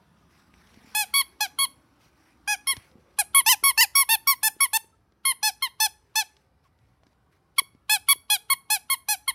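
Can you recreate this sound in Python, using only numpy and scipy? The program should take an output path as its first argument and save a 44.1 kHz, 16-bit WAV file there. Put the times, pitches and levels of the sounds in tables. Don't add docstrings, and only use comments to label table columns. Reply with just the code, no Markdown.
import sys
import numpy as np
from scipy import signal
from scipy.fft import rfft, irfft
from scipy.io import wavfile
from scipy.ndimage import uniform_filter1d

SR = 44100
rng = np.random.default_rng(int(sys.argv[2]) if len(sys.argv) > 2 else 0)


def log_audio(samples):
    frames = np.atleast_2d(samples).T
    limited = np.clip(frames, -1, 1)
    pcm = np.round(limited * 32767).astype(np.int16)
    wavfile.write(sys.argv[1], SR, pcm)


def linear_from_db(decibels):
    return 10 ** (np.asarray(decibels, float) / 20)


N = 411894
SPLIT_HZ = 1040


def evened(x):
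    return x / np.sqrt(np.mean(x ** 2) + 1e-20)


def wander(shape, *spans):
    x = rng.standard_normal(shape)
    for span in spans:
        x = uniform_filter1d(x, size=span)
    return evened(x)


def read(points, hz):
    f, value = np.transpose(points)
    return np.interp(np.log(hz + 1), np.log(f + 1), value)


def add(mix, s, sound):
    part = mix[round(s * SR):][:len(sound)]
    part += sound[:len(part)]


def noise(colour, size, patchy_db, flicker_db):
    frames, hz = N // (size // 4) + 5, np.fft.rfftfreq(size, 1 / SR)
    real, imaginary, patches = rng.standard_normal((frames, len(hz), 3)).T
    patches = uniform_filter1d(patches, size=8, axis=0)
    patches = evened(uniform_filter1d(patches, size=20, axis=1))
    flicker = wander(frames, 3)
    level_db = read(colour, hz)[:, None] + patchy_db * patches + flicker_db * flicker
    z = (real + 1j * imaginary) * linear_from_db(level_db)
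    return evened(signal.istft(z, nperseg=size, noverlap=3 * size // 4)[1][:N])


def squeak(row, press, grip, air):
    low_voice = [2.5, 1.2, 3.5, 0.06, 0.85, -0.5, -1.5, -6.5, -5.5, -6, -3.5, -9, -2.5, -10, -8.5, -10, -13,
                 -16.5]
    high_voice = [-1.5, 1.44, -2.5, -4, -15.5, -21, -25.5, -13.5, -4.5, -0.5, -6, -15, -14.5, -14.5]
    start, length, _, top_hz, _ = row
    echo_ms, echo, tube_db, top_db, body_db = grip
    voice_db, free_hz = (high_voice, 1360) if top_hz > SPLIT_HZ else (low_voice, 1120)
    t = np.arange(start - 0.026, start + length + 0.027, 1 / SR)
    level_db, hz = stroke(t, *row, *press)
    level_db = uniform_filter1d(level_db, size=30, mode="nearest")
    beating = np.clip((t - start) / 0.0047 + 1, 0, 1) ** 2
    hz = uniform_filter1d(hz, size=100, mode="nearest")
    hz = hz * (1 + 0.0012 * wander(len(t), 60))
    k = np.arange(1, len(voice_db) + 1)[:, None]

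    weak_db = np.minimum(level_db - level_db.max() + 8.0, 0) * (t > start)
    colour_db = np.array(voice_db)[:, None] + 0.55 * weak_db * np.log2(k)
    tube_db = tube_db * np.exp(-(t - start) / 0.065)
    colour_db += tube_db * np.exp(-(np.log2(k * hz / 5750) / 0.17) ** 2)
    colour_db += top_db / (1 + (8500 / (k * hz)) ** 8)
    colour_db += body_db * np.exp(-(np.log2(k * hz / 3600) / 0.41) ** 2)
    colour_db += 1.5 * wander((len(k), len(t)), 500, 500)
    palm = 1 + np.clip(echo, -0.95, 0.95) * np.exp(-2j * np.pi * k * hz * echo_ms / 1000)

    overblown_db = np.clip(0.15 * (hz - 865), 0, 9) * (top_hz < SPLIT_HZ)
    overblown_db = overblown_db - 2.3 * np.maximum(weak_db, -12)
    shake = 0.008 * linear_from_db(overblown_db) * k * wander((len(k), len(t)), 70)
    band_limit = 1 + (k * hz / 15700) ** 40
    overtones = linear_from_db(colour_db) * palm * np.exp(1j * shake) / band_limit
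    turn = 2 * np.pi * np.cumsum(hz) / SR
    ring = 0.19 * k ** 2
    tone = (overtones * np.exp(1j * (k * turn - ring))).real.sum(0)
    tone /= np.sqrt((abs(overtones) ** 2).sum(0) / 2)

    free = linear_from_db(-6.5) * np.sin(2 * np.pi * free_hz * t)
    air = air[round(t[0] * SR):][:len(t)]
    hiss = linear_from_db(overblown_db - 37) * air * (1 + 0.6 * np.cos(turn))
    leak = linear_from_db(level_db.max() - 42.5) * air * signal.windows.tukey(len(t), 0.4)
    return t[0], linear_from_db(level_db) * (beating * (tone + hiss) + (1 - beating) * free) + leak


def stroke(t, start, length, db, top_hz, fade, press, uneven):
    # (loudness lag behind press [share], level arch [dB],
    # pitch arch [share], flat start [share], pitch lost per dB of fade [share])
    low_stroke = (0.1083, -11, .14, .025, .006)
    high_stroke = (0.0955, -7.5, 0.0853, .015, .007)
    # (time [s], length [s], pitch gain [share], level gain [dB])
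    flips = [
        (3.4912, .033, .125, -1),
        (3.81, .019, .115, -0.5),
    ]
    lag, arch_db, arch, flat, sag = high_stroke if top_hz > SPLIT_HZ else low_stroke
    u = np.clip((t - start) / length, 0, 1)
    fade_db = -13.5 * np.clip(1 - (1 - u) * length / fade, 0, 1) ** 2.0

    flip, lift_db = 0, 0
    for s, span, gain, up_db in flips:
        up, down = (t - s) / 0.008, (s + span - t) / 0.013
        gate = np.clip(np.minimum(up, down) + 0.5, 0, 1)
        off_centre = ((t - s) / span * 2 - 1).clip(-1, 1)
        gate = gate * (1 - 0.021 / gain * off_centre ** 2)
        flip = flip + gain * gate
        lift_db = lift_db + up_db * gate

    settling = flat * np.exp(-u * length / 0.0051)
    hz = top_hz * (1 - settling - uneven * arch * (u - press) ** 2 + sag * fade_db + flip)
    wake_db = -110 * np.clip((start - t) / 0.029, 0, 1)
    stop_db = -2500 * np.maximum(t - start - length, 0)
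    swell_db = uneven * arch_db * (u - press - lag) ** 2
    return db + swell_db + fade_db + lift_db + wake_db + stop_db, hz


def whistle(length, from_hz, to_hz, db):
    hz = np.linspace(from_hz, to_hz, round(length * SR))
    return linear_from_db(db) * np.sin(2 * np.pi * np.cumsum(hz) / SR) * signal.windows.tukey(len(hz), 0.7)


def deck(x):
    # (frequency [Hz], t60 [s])
    decay_times = [(300, .35), (1000, 0.52), (3000, 0.36), (6000, .42), (10000, .36), (16000, 0.073)]
    # (frequency [Hz], level [dB])
    echo_colour = [(500, -2), (1500, -4), (4000, -4.5), (8000, -2.5), (15000, 0.5)]
    taps = np.zeros(SR // 2)
    at = np.arange(300, len(taps) - 20, 20)
    taps[at + rng.integers(0, 20, len(at))] = rng.choice([-1., 1.], len(at))
    hz, t, z = signal.stft(taps, SR, nperseg=256)
    early = linear_from_db(9 - 60 * t / 0.17)
    decay = linear_from_db(-60 * t / read(decay_times, hz)[:, None]) + early
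    tail = signal.istft(z * linear_from_db(read(echo_colour, hz)[:, None]) * decay, SR, nperseg=256)[1]
    return signal.fftconvolve(x, tail / np.linalg.norm(tail))[:N]


def knocks():
    # (time [s], low thump [dB], bright tick [dB], thump pitch [Hz])
    touches = [(.54, -39.5, -59, 2300), (0.638, -69, -59, 250), (0.672, -62, -50, 250),
               (0.742, -52, -49, 250), (0.773, -40.5, -61, 253), (.845, -43, -61, 250),
               (.873, -46, -58, 249), (2.06, -49.5, -68, 149), (2.734, -39.5, -64, 408),
               (2.767, -40, -30, 303), (2.774, -34, -53, 112), (2.914, -52, -53, 205),
               (2.955, -40, -80, 235), (2.983, -47, -69, 223), (3.414, -45.5, -46, 350),
               (3.628, -36, -63, 402), (4.485, -53, -60, 350), (4.565, -42.5, -60, 360),
               (4.77, -50, -57, 353), (4.844, -47, -56, 404), (5.122, -56, -59, 399),
               (6.367, -65, -48.5, 301.6), (6.789, -66, -59, 304), (7.034, -47.5, -55.5, 700),
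               (7.067, -49, -54, 301), (7.13, -58, -64, 700), (7.617, -37, -62.5, 409.5),
               (7.749, -44, -58, 256), (8.157, -42.5, -66, 396), (8.539, -48.5, -62, 172)]
    out, t = np.zeros(N), np.arange(2500) / SR
    grain = rng.standard_normal((len(touches), len(t))) * linear_from_db(-60 * t / 0.018)
    tick_band = signal.butter(3, [900, 5200], "band", fs=SR, output="sos")
    ticks = signal.sosfilt(tick_band, grain)
    for (s, thump_db, tick_db, hz), tick in zip(touches, ticks):
        thump = np.sin(2 * np.pi * hz * t * (1 - 6 * t)) * np.exp(-t * hz / 1.0)
        add(out, s, linear_from_db(thump_db) * thump + linear_from_db(tick_db) * tick / abs(tick).max())
    return out


def plush():
    # (frequency [Hz], level per Hz [dB])
    rustle_colour = [(300, -20), (800, -4.5), (2300, -3.5), (3300, -12), (5900, -9.5), (6500, -19.5),
                     (11000, -17.5), (16500, -27.5)]
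    # (time [s], level [dB])
    arm_moves = [(0, -75.5), (.93, -64.5), (1.8, -74), (2.6, -72.5), (4.8, -75), (5.05, -90), (6.42, -73),
                 (6.5, -89), (7.55, -85), (9.34, -80)]
    # (time [s], length [s], level [dB])
    slides = [(0.276, 0.18, -70), (0.51, 0.34, -69.5), (0.778, 0.4, -63.5), (1.99, 0.12, -66),
              (2.12, 0.26, -73), (2.65, 0.31, -64), (6.622, 0.068, -73.5), (6.74, .26, -81),
              (7.03, 0.13, -81), (7.305, 0.086, -73.5)]
    rustle = linear_from_db(np.interp(np.arange(N) / SR, *np.transpose(arm_moves)))
    for s, length, db in slides:
        add(rustle, s, linear_from_db(db) * signal.windows.tukey(round(length * SR), 0.7))
    return noise(rustle_colour, size=512, patchy_db=2.8, flicker_db=1.5) * rustle


def yard():
    # (frequency [Hz], level per Hz [dB])
    yard_colour = [(30, -34.5), (48, -10.5), (62, 2), (80, -4.5), (105, -6), (200, -10), (480, -19),
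                   (1200, -21.5), (2500, -34.5), (5900, -40), (6400, -47.5), (11000, -42.5), (16500, -53.5)]
    # (time [s], level [dB])
    yard_loudness = [(0, -60.5), (3, -61), (5.1, -66.5), (7.3, -65.5), (9.34, -65.5)]
    loudness = linear_from_db(np.interp(np.arange(N) / SR, *np.transpose(yard_loudness)))
    return noise(yard_colour, size=4096, patchy_db=3.0, flicker_db=0.16) * loudness


def scene():
    # (time [s], length [s], level [dB], reed pitch [Hz], fade [s])
    squeaks = [(0.9504, 0.094, -22.5, 855, 0.036), (1.1406, .08, -18.5, 1121, 0.01),
               (1.4078, .059, -21.5, 853.5, 0.052), (1.589, 0.068, -20, 1107, 0.013),
               (2.4776, 0.076, -22.5, 842.2, 0.022), (2.6729, .064, -20.5, 1096, 0.034),
               (3.189, .036, -17.5, 845, .027), (3.3484, 0.062, -13.5, 1109, .018),
               (3.4635, 0.082, -13.5, 909, .03), (3.6392, 0.075, -16, 1110, 0.018),
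               (3.7784, 0.071, -13.5, 912, 0.023), (3.9547, 0.08, -15.5, 1118, .02),
               (4.0918, .066, -16.5, 909.3, 0.0069), (4.2744, 0.065, -16, 1119, 0.039),
               (4.4323, .055, -18.5, 876.5, 0.0085), (4.607, .055, -16.5, 1113, 0.026),
               (4.734, .041, -18, 900.6, .006),
               (5.2538, .071, -19.5, 1084, 0.011), (5.4305, 0.072, -20, 866.4, 0.024),
                    (5.6249, 0.051, -21, 1081, 0.051), (5.803, .069, -19, 874, 0.014),
                    (6.1573, 0.071, -20, 874, .04), (7.5842, 0.016, -13.5, 1122, 0.0067),
                    (7.8969, .075, -17.5, 860.6, 0.038), (8.0879, .044, -14, 1128, 0.0044),
                    (8.302, 0.065, -18, 844.6, 0.032), (8.5021, .037, -17.5, 1097, 0.0057),
                    (8.7033, 0.069, -19, 859.6, 0.044), (8.9012, 0.047, -20, 1088, 0.012),
                    (9.0873, 0.065, -21, 851, 0.034), (9.2799, .031, -20, 1089, 0.021)]
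    presses = [(.25, 0.54), (0.32, 1.1), (.12, 0.66), (0.4, 1.2), (0.41, 1.1), (.4, 1.5), (.15, 1.1),
               (0.31, 1), (0.54, 1.2), (0.17, .8), (.45, 1.2), (0.14, 0.59), (0.43, 1.6), (.25, 0.57),
               (0.51, .7), (.25, .8), (1, 0.35),
               (0.036, 0.79), (0.38, 1.1), (0.13, 1.16), (0.24, .7), (0.349, 0.906), (.45, 1.1),
                    (0.38, 1), (0.3, 0.65), (.2, 0.67), (.3, 0.61), (.35, 0.91), (0.294, 0.96),
                    (0.332, 0.796), (0.205, 1.3)]
    # (palm echo [ms], echo gain [+-1], tube band [dB], top band [dB], body band
    # [dB])
    grips = [(.336, 0.28, -10.5, 5, -0.2), (.12, -0.39, -2.1, 0, 2.5), (.056, .37, 7, 3.7, 1.5),
             (.273, .66, 2, -0.4, -.5), (0.2564, -1.3, -2.5, -4, -0.5), (.54, .37, 10, 2.5, 1.7),
             (.037, 0.77, -2, 22, -4.5), (.102, 0.65, -2, 7, 5), (.36, .35, 1.5, 3.5, -2),
             (1, .13, 13, 5, -2.5), (0.42, 1, 5, 3.5, -3.3), (0.09, -0.073, 18, 5.5, -7.5),
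             (0.077, 0.53, 5.5, 9.5, 5.5), (0.14, 1, 15.5, 9, 9.5), (.57, 0.28, 1, 9, -3.5),
             (.237, -.23, 12.5, 5, -2.5), (0.1245, 0.41, -2, 10, 7.5),
             (0.032, .8, 0.5, 14.2, 3.9), (.219, 0.25, 8.5, 3.4, .3), (0.052, 0.49, 11, 6, 5.6),
                  (.213, .25, 10.5, 4.8, 1.6), (.044, 0.042, 9.5, 1.3, 1.6), (0.3, 0.12, 3, .4, 2.7),
                  (.17, -0.26, -3.5, 5.4, 2.5), (.312, .1, -0.5, 5.2, 2.8), (0.86, 0.3, -1, 14, 11),
                  (0.368, -.2, -6, 4.2, 1), (0.58, -.11, 1, 9.8, 2.3), (0.14, .29, -5, 5.3, 4.5),
                  (0.595, -0.12, 3, 9.7, 0.11), (0.21, 0.11, -8, 1.5, 1.1)]
    # (frequency [Hz], level per Hz [dB])
    hiss_colour = [(400, -32), (1000, -17.5), (3000, 13), (6000, -0.5), (8000, -10), (11000, 3),
                   (14000, -17), (16500, -25)]
    # (time [s], length [s], from [Hz], to [Hz], level [dB])
    whistles = [
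        (3.448, 0.015, 6000, 6180, -48),
        (3.768, 0.0081, 6010, 6000, -54),
        (4.922, 0.033, 1298, 1330, -63),
        (6.645, 0.03, 1190, 1000, -62),
    ]
    toy, sent = np.zeros(N), np.zeros(N)
    air = noise(hiss_colour, size=512, patchy_db=0.0, flicker_db=2.0)
    for row, press, grip in zip(squeaks, presses, grips):
        s, sound = squeak(row, press, grip, air)
        add(toy, s, sound)
        send_db = -21.5 - 0.7 * (row[2] + 18.5)
        add(sent, s, linear_from_db(send_db) * sound)
    for s, *shape in whistles:
        add(toy, s, whistle(*shape))
    mono = toy + deck(sent) + knocks() + plush() + yard()
    return np.array([mono, mono])


def fuzz_blocks(out):
    # (time [s], from [Hz], to [Hz])
    blocks = [(.981, 9500, 10800), (2.7, 11200, 15200), (3.791, 6800, 15200), (3.998, 14500, 15800),
              (4.116, 10200, 15800), (4.465, 14300, 15800), (5.835, 6500, 7500), (5.835, 14400, 15800),
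              (8.109, 9500, 10800), (8.109, 13000, 14300), (8.318, 7500, 9000), (8.318, 12300, 14500)]
    fade, hz = np.sin(np.pi * np.arange(2048) / 2048), np.fft.rfftfreq(2048, 1 / SR)
    for s, lo_hz, hi_hz in blocks:
        at = round(s * SR) - 1024 + np.arange(2048)
        lines = rfft(out[:, at] * fade) * (hz > lo_hz) * (hz < hi_hz)
        power = uniform_filter1d(abs(lines) ** 2, size=30, axis=1) * (abs(lines) > 0)
        fuzz = np.sqrt(power) * np.exp(2j * np.pi * rng.random(lines.shape))
        swing = np.sqrt(abs(uniform_filter1d(out[:, at] ** 2, size=100, axis=1)))
        fuzz = linear_from_db(2.0) * irfft(fuzz) * swing / np.median(swing)
        out[:, at] += (fuzz - irfft(lines)) * fade
    return out


def roll_off(x):
    return signal.sosfilt(signal.butter(12, 16970, fs=SR, output="sos"), x)


def record(dry):
    out = signal.sosfilt(signal.butter(3, 45, "high", fs=SR, output="sos"), dry)
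    out = signal.oaconvolve(out, signal.firwin(255, 16100, fs=SR)[None], "same")
    out = fuzz_blocks(out)
    return roll_off(out)


dry = scene()
out = record(dry)
log_audio(out)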